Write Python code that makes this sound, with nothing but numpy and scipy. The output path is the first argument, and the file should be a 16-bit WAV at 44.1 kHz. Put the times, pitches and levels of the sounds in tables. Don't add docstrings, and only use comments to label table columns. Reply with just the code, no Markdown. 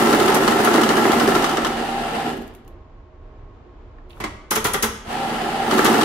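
import sys
import numpy as np
from scipy import signal
from scipy.fft import rfft, irfft, next_fast_len
from scipy.io import wavfile

SR = 44100
rng = np.random.default_rng(int(sys.argv[2]) if len(sys.argv) > 2 else 0)


def bounce(signal):
    frames = np.transpose(np.atleast_2d(signal))
    limited = np.clip(frames, -1, 1)
    pcm = np.round(limited * 32767).astype(np.int16)
    wavfile.write(sys.argv[1], SR, pcm)


N = 266364
TIME = np.arange(N) / SR
FFT_SIZE = next_fast_len(N + SR // 2, True)
HZ = np.maximum(np.arange(FFT_SIZE // 2 + 1) * SR / FFT_SIZE, 1)


def from_db(db):
    return 10 ** (np.asarray(db) / 20)


def at_hz(points):
    return np.interp(np.log(HZ), np.log(np.array(points)[:, 0]), np.array(points)[:, 1])


def level(runs):
    return sum(from_db(np.interp(TIME, *np.transpose(run), left=-150, right=-150)) for run in runs)


def drift(rate_hz):
    step = 16
    pole = np.exp(-2 * np.pi * rate_hz * step / SR)
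    slow = signal.lfilter([1], [1, -2 * pole, pole * pole], rng.standard_normal(N // step + 3002))[3000:]
    return np.interp(np.arange(N) / step, np.arange(len(slow)), slow / slow.std())


def tone(hz, waver_hz, rate_hz):
    return np.sqrt(2) * np.sin(2 * np.pi * np.cumsum(hz + waver_hz * drift(rate_hz)) / SR)


def bursts(starts_s, db, rise_s, fall_s):
    out = np.zeros(N)
    for start_s, gain, decay_s in zip(starts_s, from_db(db), np.broadcast_to(fall_s, len(starts_s))):
        t = np.arange(round((rise_s + 8 * decay_s) * SR)) / SR
        shape = np.minimum(t / rise_s, 1) * np.exp(-np.maximum(t - rise_s, 0) / decay_s)
        piece = out[round(start_s * SR):][:len(t)]
        piece += gain * shape[:len(piece)]
    return out


def contacts(rough_db):
    grains = rng.standard_normal((2, N)) * from_db(rough_db * drift(500))
    return grains / grains.std()


# frequency in Hz, side minus mid in dB.
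STEREO_WIDTH = [(60, -20.5), (110, -14), (200, -28), (380, -11), (700, -6.5), (1290, -2), (2380, -1.5),
                (4400, -0.5), (8120, 1.5), (15000, -0.5)]
# frequency in Hz, left minus right in dB.
STEREO_BALANCE = [(60, -1), (110, -2.5), (200, -3), (380, -2), (700, -2.5), (1290, 1), (2380, 1),
                  (4400, 1.5), (8120, 2), (15000, -2)]

def colour(pair, spectrum, peaks=()):
    db = at_hz(spectrum) + sum(lift / (1 + (2 * (HZ - hz) / width) ** 2) for hz, width, lift in peaks)
    cepstrum = irfft(db * np.log(10) / 20, FFT_SIZE)
    cepstrum[1:FFT_SIZE // 2] *= 2
    cepstrum[FFT_SIZE // 2 + 1:] = 0
    response = np.exp(rfft(cepstrum)) / np.sqrt(np.mean(from_db(db) ** 2))
    mid, side = rfft(pair, FFT_SIZE) * response
    side = side * from_db(at_hz(STEREO_WIDTH))
    tilt = from_db(at_hz(STEREO_BALANCE) / 2)
    return irfft([(mid + side) * tilt, (mid - side) / tilt], FFT_SIZE)[:, :N]


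# time in seconds, flutter level in dB.
PAPER_FEED = [
    [(0.0, -14.5), (0.326, -20.5), (1.308, -20), (1.674, -32.5), (1.78, -38)],
    [(5.62, -34.5), (5.73, -22.5), (5.878, -16.5), (6.04, -21.5)],
]
# start in seconds, leading snap, trailing snap and thump in dB.
BANKNOTES = [(0.051, -38, -28, -15), (.129, -19, -27, -9), (.202, -18.5, -30, -12.5),
             (.282, -16.5, -32.5, -9), (0.355, -35, -53, -9), (0.426, -38, -42, -31),
             (.514, -24.5, -35.5, -13.5), (0.591, -23.5, -32, -12.5), (0.664, -33, -26, -9),
             (.741, -16, -22.5, -10), (0.816, -17.5, -17, -12.5), (0.892, -14.5, -29.5, -11.5),
             (0.971, -18.5, -54, -10), (1.043, -22.5, -39, -11), (1.12, -19.5, -37, -9),
             (1.201, -17.5, -30, -11), (1.277, -22, -26.5, -13.5), (1.352, -15.5, -29, -8),
             (1.424, -23, -15, -18), (1.494, -22, -29, -20), (1.572, -19, -35, -14.5),
             (1.649, -17.5, -22, -12.5), (5.712, -16.5, -43.5, -14), (5.783, -18, -39.5, -7.5),
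             (5.864, -14, -26.5, -16.5), (5.942, -23.5, -46, -13.5), (6.013, -14, -20, -20)]
# frequency in Hz, width in Hz, lift in dB.
CASE_MODES = [(237, 48, 5), (304, 43, -0.5), (383, 32, 8.5), (447, 21, 6), (720, 120, 2), (858, 40, 2.5),
              (1345, 83, 6), (1750, 210, 4), (2036, 290, 4.5), (2850, 150, 1.5)]
# frequency in Hz, relative density in dB.
FLUTTER_SPECTRUM = [(53, -27.5), (90, -9.5), (184, -17), (224, 3.5), (385, 1.5), (581, -13), (753, -3.5),
                    (1350, -9.5), (2430, -21.5), (11100, -27), (16000, -31)]

def paper_flutter():
    feed = level(PAPER_FEED)
    pass_s, pass_lift_db = 0.03, 2.5
    corners_s = pass_s * np.array([-0.2, 0, 0.9, 1.3])
    passing = sum(np.interp(TIME, note[0] + corners_s, [0, 1, 1, 0]) for note in BANKNOTES)
    swell = from_db(1.18 * drift(32) + pass_lift_db * (passing - 0.5))
    flutter = colour(feed * swell * contacts(rough_db=3.5), FLUTTER_SPECTRUM, CASE_MODES)
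    whine = feed * from_db(-24 + 2.8 * drift(5.9)) * tone(381, waver_hz=8.9, rate_hz=22)
    return flutter + whine


POWER_OFF_S, COAST_S, RESTART_S, SPIN_UP_S = 2.28, 0.46, 5.03, 0.1
WHINE_SAG = 0.12

def speed():
    return np.clip(np.maximum(1 - (TIME - POWER_OFF_S) / COAST_S, (TIME - RESTART_S) / SPIN_UP_S), 0, 1)


def drive_gain(idle_db, restart_db, load_db, hold_s, fade_db_per_s, coast_db):
    unloaded_db, load_span_db = -33.5, 14
    load = np.clip((20 * np.log10(level(PAPER_FEED)) - unloaded_db) / load_span_db, 0, 1)
    powered = from_db(-fade_db_per_s * np.maximum(TIME - POWER_OFF_S - hold_s, 0))
    first_run = from_db(idle_db) * (powered + from_db(coast_db) * speed())
    second_run = from_db(restart_db) * speed() ** 1.23
    return np.where(TIME < RESTART_S, first_run, second_run) * from_db(load_db * load)


# frequency in Hz, relative density in dB.
RATTLE_SPECTRUM = [(260, -30), (450, -9.5), (589, -10.5), (794, -2), (1020, -11), (1360, -13),
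                   (2160, -20.5), (3000, -16.5), (3280, -20), (4840, -25.5), (5710, -31), (9920, -33),
                   (15100, -42), (16000, -52)]
# frequency in Hz, level in dB relative to the rattle.
MOTOR_TONES = [(122.5, -20.5), (156, -17.5)]

def drive_rattle():
    gain = drive_gain(idle_db=-28.5, restart_db=-27, load_db=5,
                      hold_s=0.0087, fade_db_per_s=165, coast_db=-23.5)
    shaking = gain * from_db(0.68 * drift(25)) * contacts(rough_db=1.5)
    hum = sum(from_db(db) * tone(hz, waver_hz=1.456, rate_hz=3) for hz, db in MOTOR_TONES)
    return colour(shaking, RATTLE_SPECTRUM, CASE_MODES) + gain * hum


# frequency in Hz, relative density in dB.
RUMBLE_SPECTRUM = [(53, -48), (90, -14.5), (113, -17), (173, -3.5), (235, 3), (270, 3), (550, -5),
                   (720, -23), (1210, -120)]

def drive_rumble():
    gain = drive_gain(idle_db=-32, restart_db=-31, load_db=6,
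                      hold_s=0.125, fade_db_per_s=600, coast_db=-19)
    shaking = gain * from_db(1.5 * drift(11)) * contacts(rough_db=5.5)
    whine = from_db(-5 + 1.35 * drift(19)) * tone(236 * speed() ** WHINE_SAG, waver_hz=3.13, rate_hz=11)
    return colour(shaking, RUMBLE_SPECTRUM, CASE_MODES) + gain * whine


# full-speed frequency in Hz, waver in Hz, relative level in dB.
MESH_TONES = [(779, 8.99, -3), (1335, 8, -22), (2800, 60, -19)]

def gear_whine():
    gain = drive_gain(idle_db=-31.5, restart_db=-30.5, load_db=-7,
                      hold_s=0.01, fade_db_per_s=600, coast_db=-40)
    whine = 0
    for hz, waver_hz, db in MESH_TONES:
        flicker = from_db(db + 2 * drift(13) + 2.6 * drift(40))
        whine += flicker * tone(hz * speed() ** WHINE_SAG, waver_hz, rate_hz=14.1)
    return gain * speed() ** 2 * whine


# frequency in Hz, relative density in dB.
AIR_SPECTRUM = [(21, -35), (31, 0), (41, -10.5), (72, -9), (96, -12), (180, -28.5), (269, -21.5),
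                (321, -27.5), (359, -16), (384, -24.5), (411, -19), (502, -27.5), (1070, -32), (1370, -38),
                (3210, -50.5), (7500, -68), (9750, -105), (16500, -120)]
# frequency in Hz, width in Hz, lift in dB.
FAN_PEAKS = [(143, 5.5, 5.5), (297.4, 8.3, 8), (386, 4.7, -3.5), (420, 14, -7.5), (626, 10, 11),
             (1084, 8.6, 13)]

def office():
    air = from_db(-42.5 + 1.5 * drift(2.4)) * colour(rng.standard_normal((2, N)), AIR_SPECTRUM, FAN_PEAKS)
    hum = from_db(-50.5 + 1.1 * drift(2.5)) * tone(29, waver_hz=0.9, rate_hz=2.63)
    return air + hum * from_db([[-1.3], [1.3]])


# start in seconds, snap in dB, thump in dB.
STRAY_SLAPS = [(0.013, -21.5, -10.5), (0.325, -24.5, -25.5), (0.479, -15, -11), (0.779, -25.5, -9),
               (5.898, -29, -15)]
# frequency in Hz, relative density in dB.
SNAP_SPECTRUM = [(710, -19.5), (1200, 4.5), (2450, -17), (2890, -7.5), (5410, -16), (11100, -25),
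                 (16000, -34)]
THUMP_SPECTRUM = [(65, -37), (110, -25), (226, -1.5), (386, 0.5), (571, -5.5), (751, -5.5), (1350, -9),
                  (2500, -22), (3250, -46.5), (5500, -120)]

def note_impacts():
    start_s, lead_db, trail_db, land_db = np.transpose(BANKNOTES)
    slap_s, slap_snap_db, slap_thump_db = np.transpose(STRAY_SLAPS)
    trail_s, land_s = start_s + 0.02, start_s + 0.0065
    scatter = rng.standard_normal((3, len(start_s)))
    midway_s = start_s + 0.043 + 0.0037 * scatter[0]

    snap_s = np.r_[start_s, trail_s, slap_s, midway_s]
    snap_db = np.r_[lead_db, trail_db, slap_snap_db, -33 + 5 * scatter[1]]
    snaps = bursts(snap_s - 0.003, snap_db, rise_s=0.0021, fall_s=0.0088) * contacts(rough_db=1.5)

    thump_s = np.r_[land_s, slap_s, midway_s]
    thump_db = np.r_[land_db, slap_thump_db, -26.5 + 5 * scatter[2]]
    thumps = bursts(thump_s, thump_db, rise_s=0.0044, fall_s=0.0071) * contacts(rough_db=2)
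    return colour(snaps, SNAP_SPECTRUM) + colour(thumps, THUMP_SPECTRUM, CASE_MODES)


# start in seconds, strike, ring and knock in dB, decay in seconds,
# 0 for closing or 1 for opening.
GATE_CLACKS = [(.342, -20.5, -34, -19.5, 0.018, 0), (0.645, -27.5, -20, -20, 0.029, 1),
               (4.506, -18.5, -43, -16.5, 0.021, 0), (4.552, -21, -37, -17.5, 0.017, 1),
               (4.641, -19.5, -41, -16.5, 0.026, 0), (4.734, -22.5, -19, -16.5, 0.017, 1),
               (4.823, -17, -37, -16, 0.02, 0), (5.845, -21.5, -21, -13, 0.016, 1)]
# frequency in Hz, relative density in dB.
KNOCK_SPECTRUM = [(71, -45), (120, -7), (307, -4), (449, -3), (585, -10), (1290, -3.5), (1760, -11.5),
                  (2070, -12), (4000, -18), (5200, -32), (8800, -120)]
CRACK_SPECTRUM = [(880, -36), (1500, -12), (4120, -12), (6430, -8.5), (8160, -12), (11300, -6.5),
                  (14900, -15), (16000, -11)]
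# frequency in Hz, width in Hz, lift in dB.
HOUSING_MODES = [(222.5, 27, 7.5), (388, 24, 3.5), (443, 46, 8.5), (860, 89, 4), (1400, 380, 3.5),
                 (1940, 170, 9), (3280, 520, 6.5)]
STRIKE_MODES = [(2100, 300, 3), (5450, 400, 3), (6450, 350, 4.5)]
# frequency in Hz, width in Hz, closing and opening lift in dB.
RING_MODES = [(3300, 400, 8, 6), (5410, 350, 8, 4), (6450, 350, 11, 9), (9700, 500, 11, 4),
              (10800, 600, 3, 15), (11700, 600, 12, 5)]

def gate():
    start_s, strike_db, ring_db, knock_db, decay_s, opening = np.transpose(GATE_CLACKS)
    knock = bursts(start_s + 0.004, knock_db, rise_s=0.0062, fall_s=1.21 * decay_s)
    out = colour(knock * contacts(rough_db=-1), KNOCK_SPECTRUM, HOUSING_MODES)
    steel = contacts(rough_db=2)
    strike = bursts(start_s, strike_db, rise_s=0.004, fall_s=decay_s)
    out += colour(strike * steel, CRACK_SPECTRUM, STRIKE_MODES)
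    for way in (0, 1):
        chosen = opening == way
        modes = [(hz, width_hz, lifts_db[way]) for hz, width_hz, *lifts_db in RING_MODES]
        ring = bursts(start_s[chosen], ring_db[chosen], rise_s=0.002, fall_s=0.004)
        out += colour(ring * steel[::-1], CRACK_SPECTRUM, modes)
    return out


# frequency in Hz, width in Hz, lift in dB.
LOOSE_MODES = [(6570, 400, 14), (7600, 400, 6), (9500, 600, 11), (11450, 500, 12), (12100, 600, 15),
               (14200, 600, 0)]

def loose_part():
    turns, turns_per_s, peak_db, spread_db = 8, 28.3, -47, 3.5
    tick_turns_left = 0.119 + np.arange(turns)
    turns_left = np.r_[tick_turns_left, tick_turns_left + 0.14]
    start_s = POWER_OFF_S + COAST_S - np.sqrt(2 * COAST_S * turns_left / turns_per_s)
    touch_db = peak_db + 20 * np.log10(speed()[(start_s[turns:] * SR).astype(int)])
    db = np.r_[np.full(turns, peak_db), touch_db] + spread_db * rng.standard_normal(2 * turns)
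    tick = bursts(start_s, db, rise_s=0.0006, fall_s=0.0019)
    shiver = bursts(start_s, db - 16, rise_s=0.002, fall_s=0.025)
    strikes = (tick + shiver) * rng.standard_normal((2, N))
    return colour(strikes, [(1000, -12), (2500, 10), (6000, -6), (16000, -2)], LOOSE_MODES)


# start in seconds, level before filtering in dB, pitch in Hz.
FINGER_TAPS = [(3.95, -42.5, 1070), (3.982, -31, 1470), (4.097, -40, 3300), (4.104, -30, 3060),
               (4.129, -36, 3000), (4.169, -22, 1110)]
# time in seconds, level in dB.
PAPER_SLIDE = [
    [(4.088, -85), (4.098, -60), (4.14, -69), (4.19, -62), (4.21, -73)],
]
# start in seconds, knock in dB, scuff in dB, decay in seconds.
TRAY_KNOCKS = [(4.2, -25.5, -39, 0.026), (4.237, -22, -34.5, 0.019)]
# frequency in Hz, relative density in dB.
TRAY_SPECTRUM = [(47, -44.5), (80, -7.5), (302, -7.5), (371, -6.5), (581, -15.5), (1040, -6.5),
                 (1450, -17.5), (2000, -12.5), (2600, -20), (7000, -30), (9100, -35), (15400, -120)]
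# frequency in Hz, width in Hz, lift in dB.
TRAY_MODES = [(215, 30, 8), (375, 40, 6), (1050, 250, 3), (2050, 200, 7), (3000, 200, 5)]

def hand():
    touch = contacts(rough_db=2)
    taps = 0
    for tap_s, db, hz in FINGER_TAPS:
        band = signal.butter(2, [0.75 * hz, 1.22 * hz], "band", fs=SR, output="sos")
        taps += signal.sosfilt(band, bursts([tap_s], [db], rise_s=0.0014, fall_s=0.0058) * touch + 1e-18)
    start_s, knock_db, scuff_db, decay_s = np.transpose(TRAY_KNOCKS)
    knocks = bursts(start_s, knock_db, rise_s=0.0032, fall_s=decay_s) * touch
    scuffs = level(PAPER_SLIDE) + bursts(start_s, scuff_db, rise_s=0.0038, fall_s=0.35 * decay_s)
    return taps + colour(knocks, TRAY_SPECTRUM, TRAY_MODES) + colour(scuffs * touch[::-1], CRACK_SPECTRUM)


# start in seconds, hold in seconds, level in dB.
DESK_BOOMS = [(4.224, .06, -47), (4.568, 0.39, -41.5), (5.063, 0.032, -43)]

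def desk():
    band = signal.butter(2, [55, 100], "band", fs=SR, output="sos")
    boom = signal.sosfilt(band, rng.standard_normal(N))
    edge_s = 0.018
    shape = sum(from_db(db) * np.interp(TIME, np.cumsum([start_s, edge_s, hold_s, edge_s]), [0, 1, 1, 0])
                for start_s, hold_s, db in DESK_BOOMS)
    return shape * boom / boom.std()


# frequency in Hz, time to fall 60 dB in seconds.
ROOM_DECAY = [(100, 0.77), (400, 0.74), (1000, 0.67), (3000, 0.73), (6000, 0.59), (9000, 0.43),
              (13000, 0.3), (16000, 0.1)]

def room(dry):
    t = np.arange(SR // 2) / SR
    edges_hz = np.r_[60 * 2.0 ** np.arange(8), 10900, 15400]
    tails = 0
    for low_hz, high_hz in zip(edges_hz, edges_hz[1:]):
        band = signal.butter(2, [low_hz, high_hz], "band", fs=SR, output="sos")
        noise = signal.sosfilt(band, rng.standard_normal((2, len(t))))
        t60_s = at_hz(ROOM_DECAY)[round(np.sqrt(low_hz * high_hz) * FFT_SIZE / SR)]
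        tails += noise * from_db(-60 * t / t60_s) * np.minimum(t / 0.004, 1)
    tails /= np.sqrt(np.sum(tails ** 2, axis=1, keepdims=True))
    mid_side = np.array([dry[0] + dry[1], dry[0] - dry[1]]) / 2
    mid, side = irfft(rfft(mid_side, FFT_SIZE) * rfft(tails, FFT_SIZE), FFT_SIZE)[:, :N]
    return np.array([mid + side, mid - side])


def scene():
    drive = drive_rattle() + drive_rumble() + gear_whine()
    near = drive + paper_flutter() + note_impacts() + gate() + hand()
    return near + from_db(-9) * room(near) + office() + loose_part() + desk()


def record(dry):
    stop_hz = 15950
    lowpass = signal.cheby2(24, 60, stop_hz, fs=SR, output="sos")
    return signal.sosfilt(lowpass, 1.178 * np.tanh(dry / 1.34))


dry = scene()
out = record(dry)
bounce(out)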